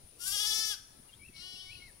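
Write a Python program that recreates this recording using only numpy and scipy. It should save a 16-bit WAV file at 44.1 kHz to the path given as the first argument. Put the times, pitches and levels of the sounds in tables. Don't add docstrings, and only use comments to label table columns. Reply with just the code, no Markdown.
import sys
import numpy as np
from scipy import signal
from scipy.fft import rfft, irfft
from scipy.io import wavfile
from scipy.ndimage import uniform_filter1d

SR = 44100
rng = np.random.default_rng(int(sys.argv[2]) if len(sys.argv) > 2 else 0)


def dump_mix(stems):
    frames = np.atleast_2d(stems).T
    limited = np.clip(frames, -1, 1)
    pcm = np.round(limited * 32767).astype(np.int16)
    wavfile.write(sys.argv[1], SR, pcm)


N = 88200
T, HZ = np.arange(N) / SR, np.fft.rfftfreq(N, 1 / SR)


def amp(db):
    return 10 ** (np.asarray(db) / 20)


def unit_rms(x):
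    return x / np.sqrt(np.mean(x ** 2) + 1e-20)


def at_freq(points, hz):
    f, value = np.transpose(points)
    return np.interp(np.log(hz + 1), np.log(f + 1), value)


def curves(rows):
    times, *columns = np.transpose(rows)
    return [np.interp(T, times, column) for column in columns]


def gate(start, end, edge_s=0.0032):
    return np.clip(np.minimum(T - start, end - T) / edge_s, 0, 1)


def noise(gain):
    return unit_rms(irfft(rfft(rng.standard_normal(N)) * gain, N))


def wander(rate_hz):
    return noise(1 / (1 + (HZ / rate_hz) ** 4))


def highpass(x, hz):
    return irfft(rfft(x) / (1 + (hz / (HZ + 1)) ** 16), N)


def delay(x, seconds):
    return irfft(rfft(x) * np.exp(-2j * np.pi * HZ * seconds), N) * (T >= seconds)


def colour(x, points):
    log_gain = np.log(amp(at_freq(points, abs(np.fft.fftfreq(4096, 1 / SR)))))
    response = np.fft.ifft(np.exp(np.conj(signal.hilbert(log_gain)))).real[:2048]
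    return signal.fftconvolve(x, response)[:N]


def resonate(x, hz, width_hz):
    carrier = np.exp(2j * np.pi * np.cumsum(hz) / SR)
    pole = np.exp(-np.pi * width_hz / SR)
    return 2 * (carrier * signal.lfilter([1 - pole], [1, -pole], x / carrier)).real


# f/Hz, relative level/dB
AIR_SPECTRUM = [(20, 2), (40, 0), (70, 2), (130, -4), (220, -9.5), (400, -12.5), (800, -19), (1600, -22),
                (3200, -20.5), (5700, -19.5), (6500, -24), (9000, -24.5), (12000, -26), (15500, -27)]
# f/Hz, correlation
AIR_CORRELATION = [(60, 0.93), (150, 0.9), (300, 0.086), (700, 0.31), (2000, 0.068), (10000, 0.067)]
# f/Hz, level/dB
AIR_LEAN = [(100, 0.25), (400, 4.8), (2000, 2.6), (5000, 7.2), (12000, 8.9)]


def air(level_db=-59.5, patch_db=1.8):
    frames, hz = N // 256 + 5, np.fft.rfftfreq(1024, 1 / SR)
    a, b, c, d, patches = rng.standard_normal((frames, 513, 5)).T
    patches = unit_rms(uniform_filter1d(uniform_filter1d(patches, size=12, axis=0), size=12, axis=1))
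    correlation = at_freq(AIR_CORRELATION, hz)[:, None]
    left = a + 1j * b
    right = correlation * left + np.sqrt(1 - correlation ** 2) * (c + 1j * d)
    lean = amp(at_freq(AIR_LEAN, hz) / 2)[:, None]
    spectra = np.array([left * lean, right / lean])
    spectra *= amp(at_freq(AIR_SPECTRUM, hz)[:, None] + patch_db * patches)
    return amp(level_db) * unit_rms(signal.istft(spectra, nperseg=1024, noverlap=768)[1][:, :N])


# t/s, level/dB, centre f/Hz
HOOF_STRIKES = [(0.126, -67.5, 420), (0.361, -61.5, 590), (.435, -53, 920), (.584, -54.5, 200),
                (0.597, -68, 540), (.988, -54, 191), (1.224, -56, 204), (1.291, -57.5, 236),
                (1.387, -62.5, 170), (1.532, -58, 215)]


def hooves(rise_s=0.0049, width_octaves=.45):
    thuds = np.zeros(N)
    for start, db, hz in HOOF_STRIKES:
        age = np.maximum(T - start, 0) / rise_s
        band = np.exp(-.5 * (np.log2((HZ + 1) / hz) / width_octaves) ** 2)
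        thuds += amp(db) * age * np.exp(1 - age) * noise(band)
    return thuds * amp([[1.5], [-1.5]])


# t/s, relative level/dB
CHORUS_SWELL = [(0, -62.5), (.1, -61.5), (.17, -63), (.8, -63), (.93, -64), (1.01, -60), (1.12, -65.5),
                (1.22, -60.5), (1.33, -65), (1.55, -64.5), (1.83, -63), (2, -62)]
# t/s, relative level/dB
CHIRP_PEAKS = [(.08, -68), (0.876, -68), (1.083, -63), (1.27, -65), (1.42, -70), (1.58, -66), (1.754, -64),
               (1.896, -64.5)]


def insects(chorus_hz=9670, chirp_hz=10770, chirp_s=0.014, flutter_db=0.4):
    def band(hz, width_hz):
        return noise(1 / (1 + ((HZ - hz) / width_hz) ** 2 / 2) ** 2)

    chirps = sum(amp(db) * np.exp(-.5 * ((T - peak) / chirp_s) ** 2) for peak, db in CHIRP_PEAKS)
    chorus = amp(curves(CHORUS_SWELL)[0] + flutter_db * wander(77))
    sides = [chorus * band(chorus_hz, 500) + chirps * band(chirp_hz, 350) for _ in range(2)]
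    return amp([[4], [-7]]) * np.array(sides)


# f/Hz, T60/s
TREE_DECAY = [(300, 0.1), (1500, 1.0), (3500, 0.77), (6000, 0.65), (12000, 1.1)]
# f/Hz, gain/dB
TREE_RESPONSE = [(300, -1), (900, 1.5), (1400, 2), (2200, -5.5), (3450, -6), (6000, 3.5), (9000, -10),
                 (15000, -19)]


def trees(x, stir_rad=1.7, stir_hz=19):
    taps = rng.standard_normal((2, SR)) * (rng.random((2, SR)) < .05)
    taps *= np.minimum(T[:SR] / 0.0026, 1)
    hz, t, spectra = signal.stft(taps, SR, nperseg=256)
    spectra *= amp(-60 * t / at_freq(TREE_DECAY, hz)[:, None])
    tail = signal.istft(spectra, SR, nperseg=256)[1]
    tail /= np.linalg.norm(tail, axis=1, keepdims=True)
    stirred = (signal.hilbert(x) * np.exp(1j * stir_rad * wander(stir_hz))).real
    return signal.fftconvolve(colour(stirred, TREE_RESPONSE)[None], tail, axes=1)[:, :N]


# t/s within the phrase, f/Hz, relative level/dB
BIRD_NOTES = [
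    [(0, 2930, -14), (.012, 2810, 4.5), (.028, 2730, -14)],
    [(.037, 3177, -9), (.055, 3220, 7), (.073, 3700, -6.5)],
    [(.108, 2228, -6.5), (.15, 2304, 6.5), (.172, 2660, -0.5), (.183, 2670, 11)],
    [(.19, 2884, -9), (.201, 2650, 7.5), (.214, 2565, -2)],
    [(.245, 2203, -6.5), (.272, 2250, 4), (.32, 2185, -4.5), (.355, 1700, -9)],
]
# t/s, level/dB, pitch factor, length factor
BIRD_PHRASES = [(1.084, -59, 1., 1.), (1.55, -55, 0.98, 1.01)]


def bird(flutter=.25, flutter_hz=90, reverb_db=-3.5):
    song = np.zeros(N)
    for start, db, pitch, stretch in BIRD_PHRASES:
        for note in BIRD_NOTES:
            rows = [(start + t * stretch, hz * pitch, db + level) for t, hz, level in note]
            hz, level_db = curves(rows)
            song += gate(rows[0][0], rows[-1][0]) * amp(level_db) * np.sin(2 * np.pi * np.cumsum(hz) / SR)
    fading = 1 + flutter * (wander(flutter_hz) + 1j * wander(flutter_hz))
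    song = (signal.hilbert(song) * fading).real
    return song * amp([[3.5], [-3.5]]) + amp(reverb_db) * trees(song)


def grass(x, decay_s=0.0035):
    burst = rng.standard_normal(N) * np.exp(-T / decay_s) * gate(.0005, 1, edge_s=.001)
    scatter = highpass(burst, hz=2500)[:4096]
    return signal.fftconvolve(x, scatter / np.linalg.norm(scatter))[:N]


# f/Hz, gain/dB
RIGHT_SHADOW = [(100, -16), (400, -7), (750, -19), (1300, -8), (2400, -3.5), (4400, -15), (8000, -7.5),
                (15000, -18)]
# delay t/s, left gain/dB, right gain/dB
REFLECTIONS = [(0.012, -13, -17), (.031, -24, -21.5), (.058, -16, -32.5), (.104, -27, -33)]


def pasture(x, right_lag_s=0.00017, reverb_db=-13.5, wood_db=-23):
    sides = np.array([x, delay(colour(x, RIGHT_SHADOW), right_lag_s)])
    sides += amp([[-4.5], [-6.5]]) * np.array([grass(side) for side in sides])
    for delay_s, left_db, right_db in REFLECTIONS:
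        sides += amp([[left_db], [right_db]]) * delay(x, delay_s)
    far_wood = amp(wood_db) * delay(x - highpass(x, hz=1670), seconds=0.35)
    return sides + amp([[0], [-5]]) * trees(amp(reverb_db) * x + far_wood)


def glottis(pitch_hz, roughness, jitter=0.029, shimmer=0.091, breath=2.6, puff_cycles=.3):
    hz = pitch_hz * (1 + jitter * roughness * wander(120))
    cycles = np.cumsum(hz) / SR
    samples_from_pulse = ((cycles + .5) % 1 - .5) * SR / hz
    pulses = unit_rms(np.sinc(samples_from_pulse) * np.cos(np.pi * cycles) ** 2)
    puffs = unit_rms(np.exp(-(cycles % 1) / puff_cycles) * rng.standard_normal(N))
    rasp = highpass(breath * puffs + shimmer * pulses * wander(220), hz=3130)
    return pulses, roughness * rasp


def bleat(voice, effort, throat, treble_hz, depth_hz, quaver_hz=14.4, crest_s=.343):
    steady_hz, roughness = curves(voice)
    level_db, treble_db, mouth_db = curves(effort)
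    quaver = depth_hz * np.cos(2 * np.pi * quaver_hz * (T - crest_s))
    pitch_hz = steady_hz + quaver
    pulses, rasp = glottis(pitch_hz, roughness)
    ring = 0.91 * resonate(pulses, 8 * pitch_hz, width_hz=440)
    voiced = colour(pulses + ring + rasp, throat)
    treble = highpass(voiced, treble_hz)
    mouth_hz = 4.1 * steady_hz
    mouth = resonate(resonate(pulses, mouth_hz, width_hz=124), mouth_hz, width_hz=124)
    calling = gate(effort[0][0], effort[-1][0])
    middle, treble, mouth = [band / np.sqrt(np.average(band ** 2, weights=calling))
                             for band in (voiced - treble, treble, mouth)]
    waver_db = 3.5 * roughness * wander(26)
    tremolo_db = 0.5 * quaver / (np.max(depth_hz) + 1)
    envelope = calling * amp(level_db + waver_db + tremolo_db)
    return envelope * (middle + amp(treble_db) * treble + amp(mouth_db) * mouth)


# t/s, fundamental f/Hz, roughness (0-1)
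NEAR_FOLDS = [(.19, 332, 0.21), (.23, 359, 0.18), (.28, 387.6, .19), (.335, 406.2, 0.14),
              (.39, 413.1, 0.13), (.47, 433, 0.16), (.53, 429.9, .11), (.6, 438.7, 0), (.68, 433.2, .03),
              (.717, 423.2, .05), (.76, 359, 0.37)]
FAR_FOLDS = [(1.34, 301.7, 0.33), (1.384, 342.3, .13), (1.41, 354.8, 0.07), (1.456, 370.2, 0.09),
             (1.61, 373.5, 0.05), (1.68, 374.7, .11), (1.78, 365.6, 0.24), (1.88, 346, 0.21)]
# t/s, relative level/dB, treble/dB and mouth resonance/dB (both re the middle band)
NEAR_LEVELS = [(0.182, -77, 14, -15), (0.204, -51.5, 0.5, -12), (.225, -46, 1, -18), (.25, -45.5, 4.5, -10),
               (0.279, -39.5, 3, -16), (.35, -36, -2, -25), (0.421, -34.5, -5.5, -29),
               (.5, -33.5, -6.5, -23.5), (.59, -32.5, -7.5, -45), (.635, -34, -10.5, -19),
               (0.674, -36, -5, -23), (.72, -36.5, -6, -16), (.742, -40, -9.5, -9.5), (0.76, -54, -7, -21)]
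FAR_LEVELS = [(1.335, -72, -4, -23), (1.365, -55, -3.5, -26), (1.4, -53, -1, -22), (1.45, -51, -4, -24),
              (1.54, -52.5, -2, -36), (1.63, -53.5, -5.5, -35), (1.69, -56, -5.5, -26.5),
              (1.791, -59, -7, -15), (1.89, -68, -6, -20)]
# f/Hz, gain/dB
NEAR_TRACT = [(200, -60), (430, -24), (860, -16.5), (1300, -13.5), (1750, -15.5), (2150, -14), (2600, -12),
              (2950, -7.5), (3420, -.5), (3900, -10), (4300, -4.5), (4750, -0.5), (5200, 0.5), (5620, 3.5),
              (6500, -9), (7500, -5), (8400, -11), (9300, -3.5), (10900, -11), (11900, -7.5),
              (13200, -15.5), (15500, -20)]
FAR_TRACT = [(200, -53), (370, -13), (740, -17.5), (1110, -17), (1480, -21), (1850, -15), (2230, -12.5),
             (2600, -17.5), (2980, -1), (3700, -7.5), (4120, 6.5), (4800, -4.5), (5250, 0.5), (5600, -3),
             (5950, -7), (6600, -27.5), (7400, -15), (10000, -17), (15500, -32.5)]
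# t/s, pitch deviation f/Hz
QUAVER_DEPTH = [(.22, 3.4), (.29, 4.5), (.345, 12.6), (.48, 6.8), (.6, 2.14)]


def lambs():
    near = bleat(NEAR_FOLDS, NEAR_LEVELS, NEAR_TRACT, treble_hz=6850, depth_hz=curves(QUAVER_DEPTH)[0])
    far = bleat(FAR_FOLDS, FAR_LEVELS, FAR_TRACT, treble_hz=4580, depth_hz=0)
    return pasture(amp(3) * near + amp(4) * far)


def scene():
    return lambs() + bird() + insects() + hooves() + air()


def record(dry, cutoff_hz=15850):
    lowpass = signal.firwin(511, cutoff_hz, window=("kaiser", 9), fs=SR)
    return signal.oaconvolve(dry, lowpass[None], "same")


dry = scene()
out = record(dry)
dump_mix(out)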